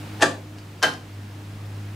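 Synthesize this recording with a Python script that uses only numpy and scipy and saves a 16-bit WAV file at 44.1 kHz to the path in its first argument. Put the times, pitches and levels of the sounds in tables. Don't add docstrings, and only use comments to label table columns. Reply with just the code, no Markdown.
import sys
import numpy as np
from scipy import signal
from scipy.fft import rfft, irfft
from scipy.io import wavfile
from scipy.ndimage import uniform_filter1d

SR = 44100
rng = np.random.default_rng(int(sys.argv[2]) if len(sys.argv) > 2 else 0)


def volts_from_decibels(level):
    exponent = np.asarray(level, float) / 20
    return 10 ** exponent


def wrap_up_sound(samples):
    columns = np.atleast_2d(samples).T
    tamed = np.clip(columns, -1, 1)
    steps = np.round(tamed * 32767).astype(np.int16)
    wavfile.write(sys.argv[1], SR, steps)


N = 85995

# (time [s], level [dB], brightness [dB])
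FIRST_KNOCKS = [(.197, -29, -18), (.203, -35, -7), (.208, -21, 0), (.213, -22, 6.5), (.2165, -13, -2),
                (.221, -17, 15), (.2232, -7.5, 5), (.2243, -1.5, 1.5), (.2295, -1, 2), (.236, -10, -10),
                (.242, -11.5, -3), (.249, -19, -25.5), (.260, -14.5, -2), (.281, -26, -4)]
# (time [s], level [dB], brightness [dB])
SECOND_KNOCKS = [
    (.820, -24, -4),
    (.8265, -6.5, 2.5),
    (.829, -11, 5),
    (.8325, -7, 7),
    (.837, -4, -13.5),
    (.8405, -3.5, -17),
    (.8445, -6.5, -10),
    (.849, -10, -10),
    (.870, -16, -8),
    (.936, -31, 8.5),
]


def evened(x):
    return x / np.sqrt(np.mean(x ** 2) + 1e-20)


def read(points, hz):
    f, value = np.transpose(points)
    return np.interp(np.log(hz + 1), np.log(f + 1), value)


def coloured(x, points):
    return irfft(rfft(x) * volts_from_decibels(read(points, np.fft.rfftfreq(N, 1 / SR))), N)


def drift(rate_hz):
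    t = np.arange(N) / SR
    rates = rate_hz * np.geomspace(.1, 1, 12)
    return evened(sum(np.sin(2 * np.pi * (f * t + rng.random())) / np.sqrt(f) for f in rates))


def ring(knocks, modes, db, damp):
    rise_cycles, wobble_rad = 3.1, 0.64
    t, out = np.arange(N) / SR, np.zeros(N)
    since = np.maximum(t - np.array(knocks)[:, :1], 0)
    strength = volts_from_decibels(np.array(knocks)[:, 1:2])
    for hz, width_hz, level_db in modes:
        swell = 1 - np.exp(-since * hz / rise_cycles)
        decay = np.exp(-np.pi * width_hz * damp * since / 2)
        energy = ((strength * swell * decay) ** 2).sum(0)
        shake = wobble_rad * evened(uniform_filter1d(rng.standard_normal(N), size=500))
        tone = np.sin(2 * np.pi * (hz * t + rng.random()) + shake)
        out = out + volts_from_decibels(db + level_db) * np.sqrt(energy) * tone
    return out


def cabinet_ring():
    # (frequency [Hz], width [Hz], level [dB])
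    first_modes = [(503.5, 23, -2), (660, 44, 0.5), (835, 51, 7.5), (1165, 14, -11), (1371, 23.5, -15),
                   (1463, 24, -12), (1610, 23, -4.5), (1761, 51, 0.5), (2380, 18, -19.5), (291, 26.6, 2),
                   (380.8, 17.3, -5.5)]
    # (frequency [Hz], width [Hz], level [dB])
    second_modes = [(487, 21, -10), (629.4, 24, -9.5), (829, 72, -11), (1250, 380, -16), (1520, 19, -42),
                    (1581, 43, 6), (2002, 34, -10), (2180, 43, -23), (445, 37, -18), (1062, 69, -4),
                    (3086, 39, -3.5), (3140, 9.3, -20), (1572, 16, -13)]
    first = ring(FIRST_KNOCKS, first_modes, db=-7.5, damp=2.15)
    return first + ring(SECOND_KNOCKS, second_modes, db=-5.5, damp=2.05)


def bench_thump():
    # (time [s], level [dB])
    thumps = [
        (.232, -24),
        (.84, -28),
        (.89, -35),
    ]
    # (frequency [Hz], width [Hz], level [dB])
    bench_modes = [(151.6, 14.4, 1.5), (205, 21, -7), (248, 18.5, 0), (283, 20, 5.5)]
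    return ring(thumps, bench_modes, db=0, damp=0.7)


def bursts(knocks, bright):
    rise_s, t60_s = 0.0004, 0.021
    out, t = np.zeros(N), np.arange(2000) / SR
    for s, db, bright_db in knocks:
        shape = np.minimum(t / rise_s, 1) * volts_from_decibels(db + bright * bright_db - 60 * t / t60_s)
        out[round(s * SR):][:2000] += shape * rng.standard_normal(2000)
    return out


def crack(knocks, colour):
    treble_hz, crack_db = 2500, -4.5
    unit = np.sqrt(np.mean(volts_from_decibels(read(colour, np.fft.rfftfreq(N, 1 / SR))) ** 2))
    low, high = (signal.butter(2, treble_hz, kind, fs=SR) for kind in ("low", "high"))
    edge = signal.lfilter(*low, bursts(knocks, False)) + signal.lfilter(*high, bursts(knocks, True))
    return volts_from_decibels(crack_db) * coloured(edge, [(60, -74)] + colour) / unit


def switch_cracks():
    # (time [s], level [dB], brightness [dB])
    touches = [
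        (.578, -57, 17),
        (.584, -43.5, 15.5),
        (1.766, -45, 3),
    ]
    # (frequency [Hz], density [dB per Hz])
    first_colour = [(180, -47), (300, -1.5), (1240, -6.5), (1730, -1), (2090, -15), (2660, -9), (7860, -19),
                    (13500, -39)]
    # (frequency [Hz], density [dB per Hz])
    second_colour = [(240, -12), (400, -5.5), (1570, -5), (3090, -13.5), (4490, -9), (9810, -24.5),
                     (12700, -29), (14500, -97)]
    return crack(FIRST_KNOCKS, first_colour) + crack(SECOND_KNOCKS + touches, second_colour)


def room(x, sent):
    # (frequency [Hz], t60 [s])
    room_t60 = [(200, 0.38), (530, 0.43), (1390, 0.27), (3680, 0.29), (9700, 0.29)]
    # (frequency [Hz], side minus mid [dB])
    click_side = [(60, -35), (110, -41), (200, -17), (380, -16), (700, -9.5), (1290, -4), (2380, -4.5),
                  (4400, -8.5), (8120, -5), (15000, -14)]
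    # (frequency [Hz], left minus right [dB])
    left_lean = [(60, -4), (110, 4.5), (200, -1.5), (380, 1.5), (700, -0.5), (1290, -1), (2380, 2),
                 (4400, 2.5), (8120, 3), (15000, -4)]
    room_db, gap_s = -1.5, 0.0033
    taps = np.zeros((2, SR // 2))
    slots = np.arange(0, SR // 2 - 20, 20)
    at = slots + rng.integers(0, 20, (2, len(slots)))
    np.put_along_axis(taps, at, rng.choice([-1., 1.], (2, len(slots))), 1)
    hz, t, z = signal.stft(taps, SR, nperseg=256)
    tail = signal.istft(z * volts_from_decibels(-60 * t / read(room_t60, hz)[:, None]), SR, nperseg=256)[1]
    tail = tail * np.minimum(np.arange(tail.shape[1]) / SR / gap_s, 1)
    mid, side = signal.fftconvolve(sent[None], tail / np.linalg.norm(tail[0]), axes=1)[:, :N]
    mid = x + volts_from_decibels(room_db) * mid
    side = coloured(side, click_side)
    half = np.array(left_lean) * [1, .5]
    return np.array([coloured(mid, half) + side, coloured(mid, half * [1, -1]) - side])


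def switch():
    rings = cabinet_ring() + bench_thump()
    cracks = switch_cracks()
    heard = room(rings + cracks, sent=volts_from_decibels(-6) * rings + cracks)
    low_cut = signal.butter(4, 120, "high", fs=SR, output="sos")
    return signal.sosfilt(low_cut, heard)


def hum():
    # (time [s], pitch [Hz], level [dB], buzz [dB])
    hum_course = [(0, 101.5, -39, 8.5), (.2, 103.5, -35, -1), (0.299, 101.7, -36.5, -32),
                  (.45, 101.7, -35, 6.5), (.6, 101.3, -35, 3.5), (.78, 100.3, -39, -4),
                  (1.0, 100.2, -38.5, 3), (1.2, 100.4, -34, -4.5), (1.45, 101, -34, 0),
                  (1.65, 101.7, -31.5, -8.5), (1.95, 102, -30, -4.5)]
    # (multiple [of pitch], level [dB], waver [dB])
    hum_overtones = [(2, -19, 5.5), (3, -12, 1.1)]
    s, hz, db, buzz_db = np.transpose(hum_course)
    t = np.arange(N) / SR
    turn = 2 * np.pi * np.cumsum(np.interp(t, s, hz)) / SR
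    tone = volts_from_decibels(0.97 * drift(12)) * np.sin(turn)
    buzz = [np.zeros(N), np.interp(t, s, buzz_db)]
    for (multiple, level_db, waver_db), extra_db in zip(hum_overtones, buzz):
        gain = volts_from_decibels(level_db + extra_db + waver_db * drift(30.09))
        tone = tone + gain * np.sin(multiple * turn + multiple)
    return np.sqrt(2) * volts_from_decibels(np.interp(t, s, db)) * tone


def fan():
    # (frequency [Hz], rms level [dB])
    fan_orders = [(26.9, -64), (53.8, -66), (102.3, -36), (129.2, -59.5), (156.1, -54), (209.9, -60.5),
                  (236.9, -68.5), (258.4, -68.5)]
    makeup_db, waver_db = 3.5, 3
    t, out = np.arange(N) / SR, np.zeros(N)
    for hz, db in fan_orders:
        if abs(hz - 101) > 8:
            gain = np.sqrt(2) * volts_from_decibels(db + makeup_db + waver_db * drift(8.37))
            out = out + gain * np.sin(2 * np.pi * (hz * t + rng.random()))
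    return out


def air():
    # (frequency [Hz], density [dB per Hz])
    air_colour = [(65, -18.5), (110, -16), (153, -18), (313, -17), (481, -25), (836, -26), (907, -27.5),
                  (2740, -32.5), (14700, -49)]
    # (frequency [Hz], side minus mid [dB])
    air_side = [(60, -58.5), (110, -58.5), (200, -26.5), (380, -12), (700, -6.5), (1290, -3.5), (2380, -5),
                (4400, -4.5), (8120, -7), (15000, -21)]
    air_db, makeup_db, patch_db = -43.5, 3.5, 0.64
    rumble_db, whine_db, whine_hz, whine_width_hz = -5, 5, 15300, 260
    frames, hz = N // 512 + 5, np.fft.rfftfreq(2048, 1 / SR)
    a, b, c, d, patches = rng.standard_normal((frames, 1025, 5)).T
    patches = uniform_filter1d(patches, size=20, axis=0)
    patches = evened(uniform_filter1d(patches, size=4, axis=1))
    whine = whine_db * np.exp(-((hz - whine_hz) / whine_width_hz) ** 2)
    level_db = read(air_colour, hz) + rumble_db * (hz < 85) + whine
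    z = np.array([a + 1j * b, (c + 1j * d) * volts_from_decibels(read(air_side, hz))[:, None]])
    z = z * volts_from_decibels(level_db[:, None] + patch_db * patches)
    z = z / np.sqrt(np.mean(abs(z[0, 20:]) ** 2))
    mid, side = signal.istft(z, nperseg=2048, noverlap=1536)[1][:, :N] / 32
    return volts_from_decibels(air_db + makeup_db) * np.array([mid + side, mid - side])


def scene():
    return switch() + hum() + fan() + air()


def low_passed(x, hz):
    return signal.oaconvolve(x, signal.firwin(511, hz, window=("kaiser", 9), fs=SR)[None], "same")


def band_limit(x):
    return signal.sosfilt(signal.butter(12, 15900, fs=SR, output="sos"), x)


def record(dry):
    knee_db, squeeze, recover_db_per_s = -26.5, .3, 6
    edge_hz, starved_hz, starved_db = 15750, 13300, -29
    power_db = 10 * np.log10(abs(uniform_filter1d((dry ** 2).mean(0), size=600)) + 1e-12)
    fall = np.arange(N) * recover_db_per_s / SR
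    held_db = np.maximum.accumulate(power_db + fall) - fall
    over_db = np.maximum(held_db - knee_db, 0)
    ducked = dry / volts_from_decibels(squeeze * signal.lfilter([.002], [1, -.998], over_db))
    calm = uniform_filter1d(ducked.mean(0) ** 2, size=1200) < volts_from_decibels(2 * starved_db)
    calm = uniform_filter1d(1. * calm, size=300)
    mix = calm * low_passed(ducked, edge_hz) + (1 - calm) * low_passed(ducked, starved_hz)
    return band_limit(mix)


dry = scene()
out = record(dry)
wrap_up_sound(out)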